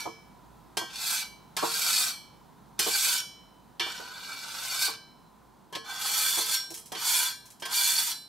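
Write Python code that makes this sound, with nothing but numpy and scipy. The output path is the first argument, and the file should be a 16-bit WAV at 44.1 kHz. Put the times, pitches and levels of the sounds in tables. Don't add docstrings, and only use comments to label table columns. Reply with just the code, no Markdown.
import sys
import numpy as np
from scipy import signal
from scipy.fft import rfft, irfft
from scipy.io import wavfile
from scipy.ndimage import uniform_filter1d

SR = 44100
rng = np.random.default_rng(int(sys.argv[2]) if len(sys.argv) > 2 else 0)


def wav_out(sig):
    wavfile.write(sys.argv[1], SR, np.round(np.clip(np.atleast_2d(sig).T, -1, 1) * 32767).astype(np.int16))


N = 365148
TIME = np.arange(N) / SR
BODY_HZ, TREBLE_HZ = 1400, 7000


def undb(db):
    return 10 ** (np.asarray(db) / 20)


def unit(x):
    return x / np.sqrt(np.mean(x ** 2))


def colour(x, points, resonances=()):
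    f = np.fft.rfftfreq(x.shape[-1], 1 / SR) + 1
    hz, db = np.transpose(points)
    slope_db = np.interp(np.log(f), np.log(hz), db)
    bells_db = sum(gain * np.exp(-2 * ((f - centre) / width) ** 2) for centre, width, gain in resonances)
    return irfft(rfft(x) * undb(slope_db + bells_db), x.shape[-1])


def split(x, edges_hz):
    f, rest, bands = np.fft.rfftfreq(x.shape[-1], 1 / SR), rfft(x), []
    for edge in edges_hz:
        bands.append(rest / (1 + (f / edge) ** 8))
        rest = rest - bands[-1]
    return [unit(irfft(band, x.shape[-1])) for band in bands + [rest]]


def wander(rate_hz, size=N):
    step = max(int(SR / rate_hz), 2)
    stairs = np.repeat(rng.standard_normal(size // step + 1), step)
    return unit(uniform_filter1d(stairs, step)[:size])


def add(track, start_s, sound):
    i = max(int(start_s * SR), 0)
    track[:, i:i + sound.shape[1]] += sound[:, :N - i]


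# frequency in Hz, side minus mid in dB, left minus right in dB.
STEREO_IMAGE = [(38.8, -5, 12), (120, -5, -3), (250, -3.5, -1.5), (503, -2, -4.5), (980, -7, -1.8),
                (2000, -12, -0.5), (4030, -12.5, -.7), (8900, -5, -0.5), (12000, -9.5, -4.5)]
def spread(mid, side):
    hz, side_db, pan_db = np.transpose(STEREO_IMAGE)
    side = colour(side, np.c_[hz, side_db])
    return np.array([colour(mid + sign * side, np.c_[hz, sign * pan_db / 2]) for sign in (1, -1)])


def slips(size, grit_db, grit_hz):
    return spread(*(rng.standard_normal((2, size)) * undb(grit_db * wander(grit_hz, size))))


def rim_echoes(x, strength=0.58, drift_s=0.0002298, count=5):
    i, out = np.arange(N), x.copy()
    for delay_s in np.geomspace(.0014, .011, count):
        travel = uniform_filter1d(wander(3), SR // 8)
        delayed = i - SR * (delay_s + drift_s * travel)
        out += strength * np.array([np.interp(delayed, i, channel) for channel in x])
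    return out / np.sqrt(1 + count * strength ** 2)


def ring(x, hz, energy_db, t60, phase_spread=0.36):
    response = np.zeros((2, SR))
    for f, gain, decay in zip(hz, undb(energy_db), t60):
        phase = rng.choice([-1, 1]) * np.pi / 2 + phase_spread * rng.standard_normal((2, 1))
        mode = np.exp((2j * np.pi * f - np.log(1000) / decay) * TIME[:int(decay * SR)])
        response[:, :len(mode)] += gain / np.sqrt(decay) * (mode * np.exp(1j * phase)).real
    return signal.oaconvolve(x, unit(response) / np.sqrt(SR), axes=1)[:, :N]


# frequency in Hz, 60 dB decay time in seconds,
# then relative energy in dB when pushed, when pulled and when struck.
BLADE_MODES = [(1571, 0.5, -13, -9, -5), (1701, 0.55, -14, -13, -6), (1809, 0.6, -24, -39, -14),
               (1911, 0.45, -14, -18, -12), (2296, 0.58, -10, -16, -8), (2326, 0.45, -15, -16, -9),
               (2410, 0.55, -17, -21, -10), (2842, 0.45, -13, -15, -12), (3037, 0.7, -6, -17, -2),
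               (3255, 0.45, -8, -14, -2), (3497, 0.45, -15, -14, -13), (3542, 0.45, -15, -13, -10),
               (3985, 0.65, -9, -17, -15), (4037, 0.85, -12, -8, -27), (4258, 0.45, -11, -15, -7),
               (4360, 0.45, -16, -28, -11), (4500, 0.45, -15, -18, -14), (4550, 0.45, -18, -16, -8),
               (5130, 0.45, -22, -22, -4), (5307, 0.7, -6, -13, -32), (5552, 0.48, -7, -6, -14),
               (5751, 0.45, -8, -21, -15), (5962, 0.45, -16, -29, -14), (6190, 0.52, -7, -20, -17),
               (6668, 0.4, -13, -16, -15), (7250, 0.4, -25, -14, -24), (8279, 0.4, -14, -13, -28),
               (9226, 0.4, -14, -11, -30), (10036, 0.4, -11, -8, -26), (11983, 0.4, -16, -12, -26)]
BLADE_HZ, BLADE_T60, PUSHED_DB, PULLED_DB, STRUCK_DB = np.transpose(BLADE_MODES)
def blade_ring(force, mode_db, damping=1):
    return ring(force, BLADE_HZ, mode_db, BLADE_T60 / damping)


def shimmer(force, t60=0.29, scatter_db=10, count=60):
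    place, loudness, life = rng.random((count, 3)).T
    hz = np.linspace(4300, 13900, count) + 160 * (place - .5)
    return ring(force, hz, scatter_db * loudness, t60 * (.5 + life))


# frequency in Hz, relative level in dB.
EDGE_SPECTRUM = [(3300, -39), (4200, -7.5), (4570, 3), (4900, -6.5), (5800, -37.5)]
def edge_flare(contact, load_db):
    return unit(colour(contact, EDGE_SPECTRUM)) * undb(-18 + 0.54 * load_db + 4 * wander(40))


# centre in Hz, width in Hz, gain in dB.
PRESSED_RESONANCES = [(840, 60, 0), (1007, 260, 4.5), (1327, 91, 4), (1616, 310, 4.5), (1804, 130, -6),
                      (2344, 67, 7), (2700, 180, -2.5), (3450, 200, 6.5), (4640, 180, 4.5), (7600, 800, 2),
                      (11950, 1000, 3.5)]
FULL_LOAD_DB = -30
def scrape(strokes, spectrum, mode_db, treble_db, body_db, body_fade_db_per_s, pressed_db, grit_db):
    contact = rim_echoes(slips(N, grit_db, grit_hz=1200))
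    body, middle, treble = split(colour(contact, spectrum, PRESSED_RESONANCES), (BODY_HZ, TREBLE_HZ))
    force_db, boom_db, grip_db = np.full(N, -120.), np.zeros(N), np.zeros(N)
    for start, level_db, plate_db, ring_db in strokes:
        on = level_db > force_db
        force_db[on], grip_db[on] = level_db[on], ring_db
        boom_db[on] = plate_db - body_fade_db_per_s * (TIME[on] - start)
    boom_db += 2 * wander(60)
    force, load_db = undb(force_db), np.maximum(force_db - FULL_LOAD_DB, -14.5)
    body *= undb(body_db + boom_db - 0.5 * load_db)
    treble *= undb(treble_db + 0.67 * load_db)
    rasp = force * (body + undb(-6) * middle + treble + edge_flare(contact, load_db))
    rasp *= undb(0.52 * wander(110))
    pressed = blade_ring(rasp, mode_db / 2, damping=10)
    drive = undb(grip_db) * rasp
    free = undb(-11.5) * blade_ring(drive, mode_db) + undb(-8) * shimmer(drive)
    held = np.minimum(force / undb(FULL_LOAD_DB), 1)
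    return rasp + undb(pressed_db) * pressed + undb(-4.5 * held) * free


def touch_db(start, lift, bite_db_per_s=1506, lift_db_per_s=375):
    return -bite_db_per_s * np.maximum(start - TIME, 0) - lift_db_per_s * np.maximum(TIME - lift, 0)


def even_stroke(start, swell_s, ease_s, peak_db, swell_db, sag_db, body_db, ring_db):
    shortfall = np.clip(1 - (TIME - start) / swell_s, 0, 1) ** 1.85
    sag = np.clip((TIME - start - swell_s) / ease_s, 0, 1) ** 2.26
    effort_db = peak_db - swell_db * shortfall - sag_db * sag
    return start, effort_db + touch_db(start, start + swell_s + ease_s), body_db, ring_db


def long_stroke(curve, start, gain_db, body_db, ring_db):
    times, levels_db = np.transpose(curve)
    effort_db = gain_db + np.interp(TIME, times, levels_db)
    return start, effort_db + touch_db(start, times[-1]), body_db, ring_db


# start, swell time and ease-off time in seconds,
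# then peak force, swell depth, sag, plate body gain and blade ring gain in dB.
EVEN_PUSHES = [(0, 0.0041, 0.0039, -33, -1, 4.5, -2, 6.5), (0.881, 0.23, 0.12, -27.5, 25.5, 7.5, -3, -3),
               (1.589, .38, .14, -26.5, 9, 6, 2.5, 1), (2.802, 0.26, 0.14, -26.5, 4.5, 5, -0.5, -2)]
# time in seconds, relative force in dB.
LONG_PUSH_EFFORT = [(3.92, -40.5), (4.106, -46.5), (4.274, -40.5), (4.442, -41), (4.796, -32), (4.822, -28),
                    (4.846, -30), (4.854, -28.5), (4.94, -43)]
# frequency in Hz, relative level in dB.
FLAT_SPECTRUM = [(180, -59), (300, -30.5), (961, -12.5), (1150, -14.5), (1530, -3), (1840, -13.5),
                 (2360, -0.5), (2650, -4.5), (4670, -1.5), (5250, -4), (12300, -12.5), (16000, -20)]
def pushes():
    strokes = [even_stroke(*row) for row in EVEN_PUSHES]
    strokes.append(long_stroke(LONG_PUSH_EFFORT, start=3.82, gain_db=1.5, body_db=2, ring_db=-5))
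    return scrape(strokes, FLAT_SPECTRUM, PUSHED_DB, treble_db=-5, body_db=-14.5,
                  body_fade_db_per_s=3.5, pressed_db=-9, grit_db=3.5)


# frequency in Hz, relative level in dB.
RUMBLE_SPECTRUM = [(15, -41.5), (25, -18.5), (43, -27.5), (117, -4), (195, -2), (560, -14.5), (988, -6),
                   (1070, -13.5), (1370, -15), (1740, -22), (2110, -25.5), (2760, -27.5), (3920, -25.5),
                   (5280, -30), (16000, -34)]
def outdoors(hum_hz=55, air_fade_db_per_s=0.49, hum_fade_db_per_s=1.5):
    air = unit(colour(spread(*rng.standard_normal((2, N))), RUMBLE_SPECTRUM, [(1035, 87, 4.2)]))
    hum = np.sqrt(2) * np.sin(2 * np.pi * np.cumsum(hum_hz + 2.1 * wander(17)) / SR)
    air_db = -54 - air_fade_db_per_s * TIME + 0.28 * wander(5)
    hum_db = -66.5 - hum_fade_db_per_s * TIME + 3.6 * wander(8.9)
    return air * undb(air_db) + hum * undb(hum_db)


# release time in seconds, frequency in Hz, level in dB.
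LOCKED_MODES = [(0.005, 2290, -40.5), (0.012, 3080, -52.5), (1.215, 2296, -45), (3.159, 3038, -37),
                (4.31, 2304, -46), (4.879, 4050, -49.5), (6.565, 5553, -34), (6.6, 4037, -52),
                (7.25, 1570, -42.5), (7.3, 4037, -48), (8.11, 4037, -46)]
def singing(build_s=0.049, flutter_db=-3, wobble_hz=9, waver_db=2):
    out = np.zeros(N)
    flutter, wobble, waver = wander(45), wander(70), wander(22)
    for release, hz, db in LOCKED_MODES:
        t60 = np.interp(hz, BLADE_HZ, BLADE_T60)
        before, after = np.maximum(release - TIME, 0), np.maximum(TIME - release, 0)
        driven = np.minimum(before / 0.023, 1)
        envelope = np.exp(-before / build_s - np.log(1000) * after / t60)
        phase = 2 * np.pi * np.cumsum(hz + wobble_hz * driven * wobble) / SR
        uneven_db = flutter_db * driven * flutter + waver_db * (1 - driven) * waver
        out += undb(db + uneven_db) * envelope * np.sqrt(2) * np.sin(phase)
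    return out


def chatter(t, rise_s, hold_s, decay_s):
    return (1 - np.exp(-t / rise_s)) * np.exp(-np.maximum(t - hold_s, 0) / decay_s)


# frequency in Hz, relative energy in dB, 60 dB decay time in seconds.
PLATE_MODES = [(165, -12, .25), (345, -3, .2), (450, 0, .36), (760, -9, .2), (957, -1, .22),
               (1075, -2, .33), (1147, -6, .25), (1292, -6, .3)]
def plate_ring(force, phase_spread):
    return ring(force, *np.transpose(PLATE_MODES), phase_spread)


# start in seconds, relative level in dB, relative upper-band gain in dB.
STAND_KNOCKS = [(0.054, -21.5, -7.5), (0.811, -27, -5), (1.624, -14, -4.5), (2.862, -20.5, -11.5),
                (3.862, -32, -3), (3.995, -31.5, -14), (4.877, -26.5, -0.5), (5.755, -34, -18),
                (6.372, -24.5, -8), (6.703, -36, -20), (6.952, -35.5, -12), (7.655, -32.5, 5)]
# frequency in Hz, relative level in dB.
KNOCK_SPECTRUM = [(50, -41), (110, -16), (240, -15), (370, 0), (560, -8.5), (750, -1), (1150, -0.5),
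                  (1500, -22.5), (2500, -30.5), (8000, -61)]
def knocks(gain_db=-10, upper_gain_db=8):
    t = TIME[:SR // 4]
    force = chatter(t, rise_s=.002, hold_s=.017, decay_s=.016)
    thuds = np.zeros((2, N))
    for start, db, upper_db in STAND_KNOCKS:
        contact = colour(slips(len(t), grit_db=1.5, grit_hz=230), KNOCK_SPECTRUM)
        lower, upper = split(contact, edges_hz=(650,))
        rattle = unit(lower + undb(upper_db + upper_gain_db) * upper)
        add(thuds, start, undb(db + gain_db) * force * rattle)
    return thuds + undb(-20) * plate_ring(thuds, phase_spread=0.17)


# start in seconds, then relative levels in dB
EDGE_LANDINGS = [(0.7698, -19.5, -4, -0.5, -4.5, -8), (1.5661, -21.5, -2, -6, -5, 0.5),
                 (2.791, -17.5, 1.5, -7.5, -5, -8.5), (3.7957, -16, -17, -17, 0.5, 4.5),
                 (5.7252, -39.5, -3, 8.5, 4.5, -4), (5.751, -23.5, -13.5, -14, -11.5, -0.5),
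                 (6.9188, -30.5, -2.5, 3.5, -3.5, -1), (6.9497, -27, -12, -9, -2, 0),
                 (7.6215, -31.5, -7, 2.5, 4.5, -9.5), (7.653, -25.5, -5.5, -9, -19, -6)]
# start in seconds, relative level in dB.
EDGE_GRAZES = [(6.7034, -41), (6.7407, -37.5), (6.7739, -41.5), (6.8573, -47.5), (7.4555, -50.5),
               (7.503, -49.5), (7.598, -49.5)]
# frequency in Hz, relative level in dB.
CLASH_SPECTRUM = [(60, -31), (200, 0), (400, -1), (600, 1.5), (1000, 3.5), (2000, 4), (3200, 7.5),
                  (5000, 3.5), (7500, -13), (12000, -19), (16000, -29)]
def landings(gain_db=-11, landing_decay_s=0.013, graze_decay_s=0.023):
    t = TIME[:SR // 4]
    clash, blade_force, plate_force = np.zeros((3, 2, N))
    graze_mix_db = (6.5, -16, -14.5, 0)
    contacts = [(*row, landing_decay_s) for row in EDGE_LANDINGS]
    contacts += [(*row, *graze_mix_db, graze_decay_s) for row in EDGE_GRAZES]
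    for start, db, treble_db, body_db, blade_db, plate_db, decay_s in contacts:
        contact = colour(slips(len(t), grit_db=1, grit_hz=1400), CLASH_SPECTRUM)
        body, middle, treble = split(contact, (BODY_HZ, TREBLE_HZ))
        force = undb(db + gain_db) * chatter(t, rise_s=0.0004, hold_s=0.0068, decay_s=decay_s)
        burst = force * (undb(body_db - 1) * body + middle + undb(treble_db + 3) * treble)
        add(clash, start, burst)
        add(blade_force, start, undb(blade_db) * burst)
        add(plate_force, start, undb(plate_db) * burst)
    blade = undb(-2) * blade_ring(blade_force, STRUCK_DB) + undb(-9) * shimmer(clash)
    return clash + blade + undb(-7) * plate_ring(plate_force, phase_spread=0.22)


# time in seconds, relative force in dB.
LONG_PULL_EFFORT = [(5.85, -49.5), (5.898, -40.5), (5.982, -39), (6.016, -33.5), (6.202, -28), (6.432, -31),
                    (6.44, -34), (6.55, -28), (6.65, -50.5)]
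# start, swell time and ease-off time in seconds,
# then peak force, swell depth, sag, plate body gain and blade ring gain in dB.
EVEN_PULLS = [(6.97, .15, .18, -25, 14, 7, 0, 0), (7.69, 0.084, 0.34, -25.5, 15, 3.95, -3, 0)]
# frequency in Hz, relative level in dB.
STEEP_SPECTRUM = [(180, -53), (300, -25.5), (593, -19), (656, -19), (978, -6), (1150, -12.5), (1320, -7),
                  (1810, -1.5), (4440, 2.5), (6410, 0.5), (12100, -2.5), (16000, -12)]
def pulls():
    strokes = [even_stroke(*row) for row in EVEN_PULLS]
    strokes.append(long_stroke(LONG_PULL_EFFORT, start=5.85, gain_db=2, body_db=2, ring_db=-1.5))
    return scrape(strokes, STEEP_SPECTRUM, PULLED_DB, treble_db=-5.5, body_db=-12,
                  body_fade_db_per_s=11.5, pressed_db=-13, grit_db=2.5)


def scene():
    return pushes() + pulls() + singing() + landings() + knocks() + outdoors()


def record(dry, cutoff_hz=15700):
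    return signal.sosfilt(signal.ellip(10, .2, 70, cutoff_hz, fs=SR, output="sos"), dry)


dry = scene()
out = record(dry)
wav_out(out)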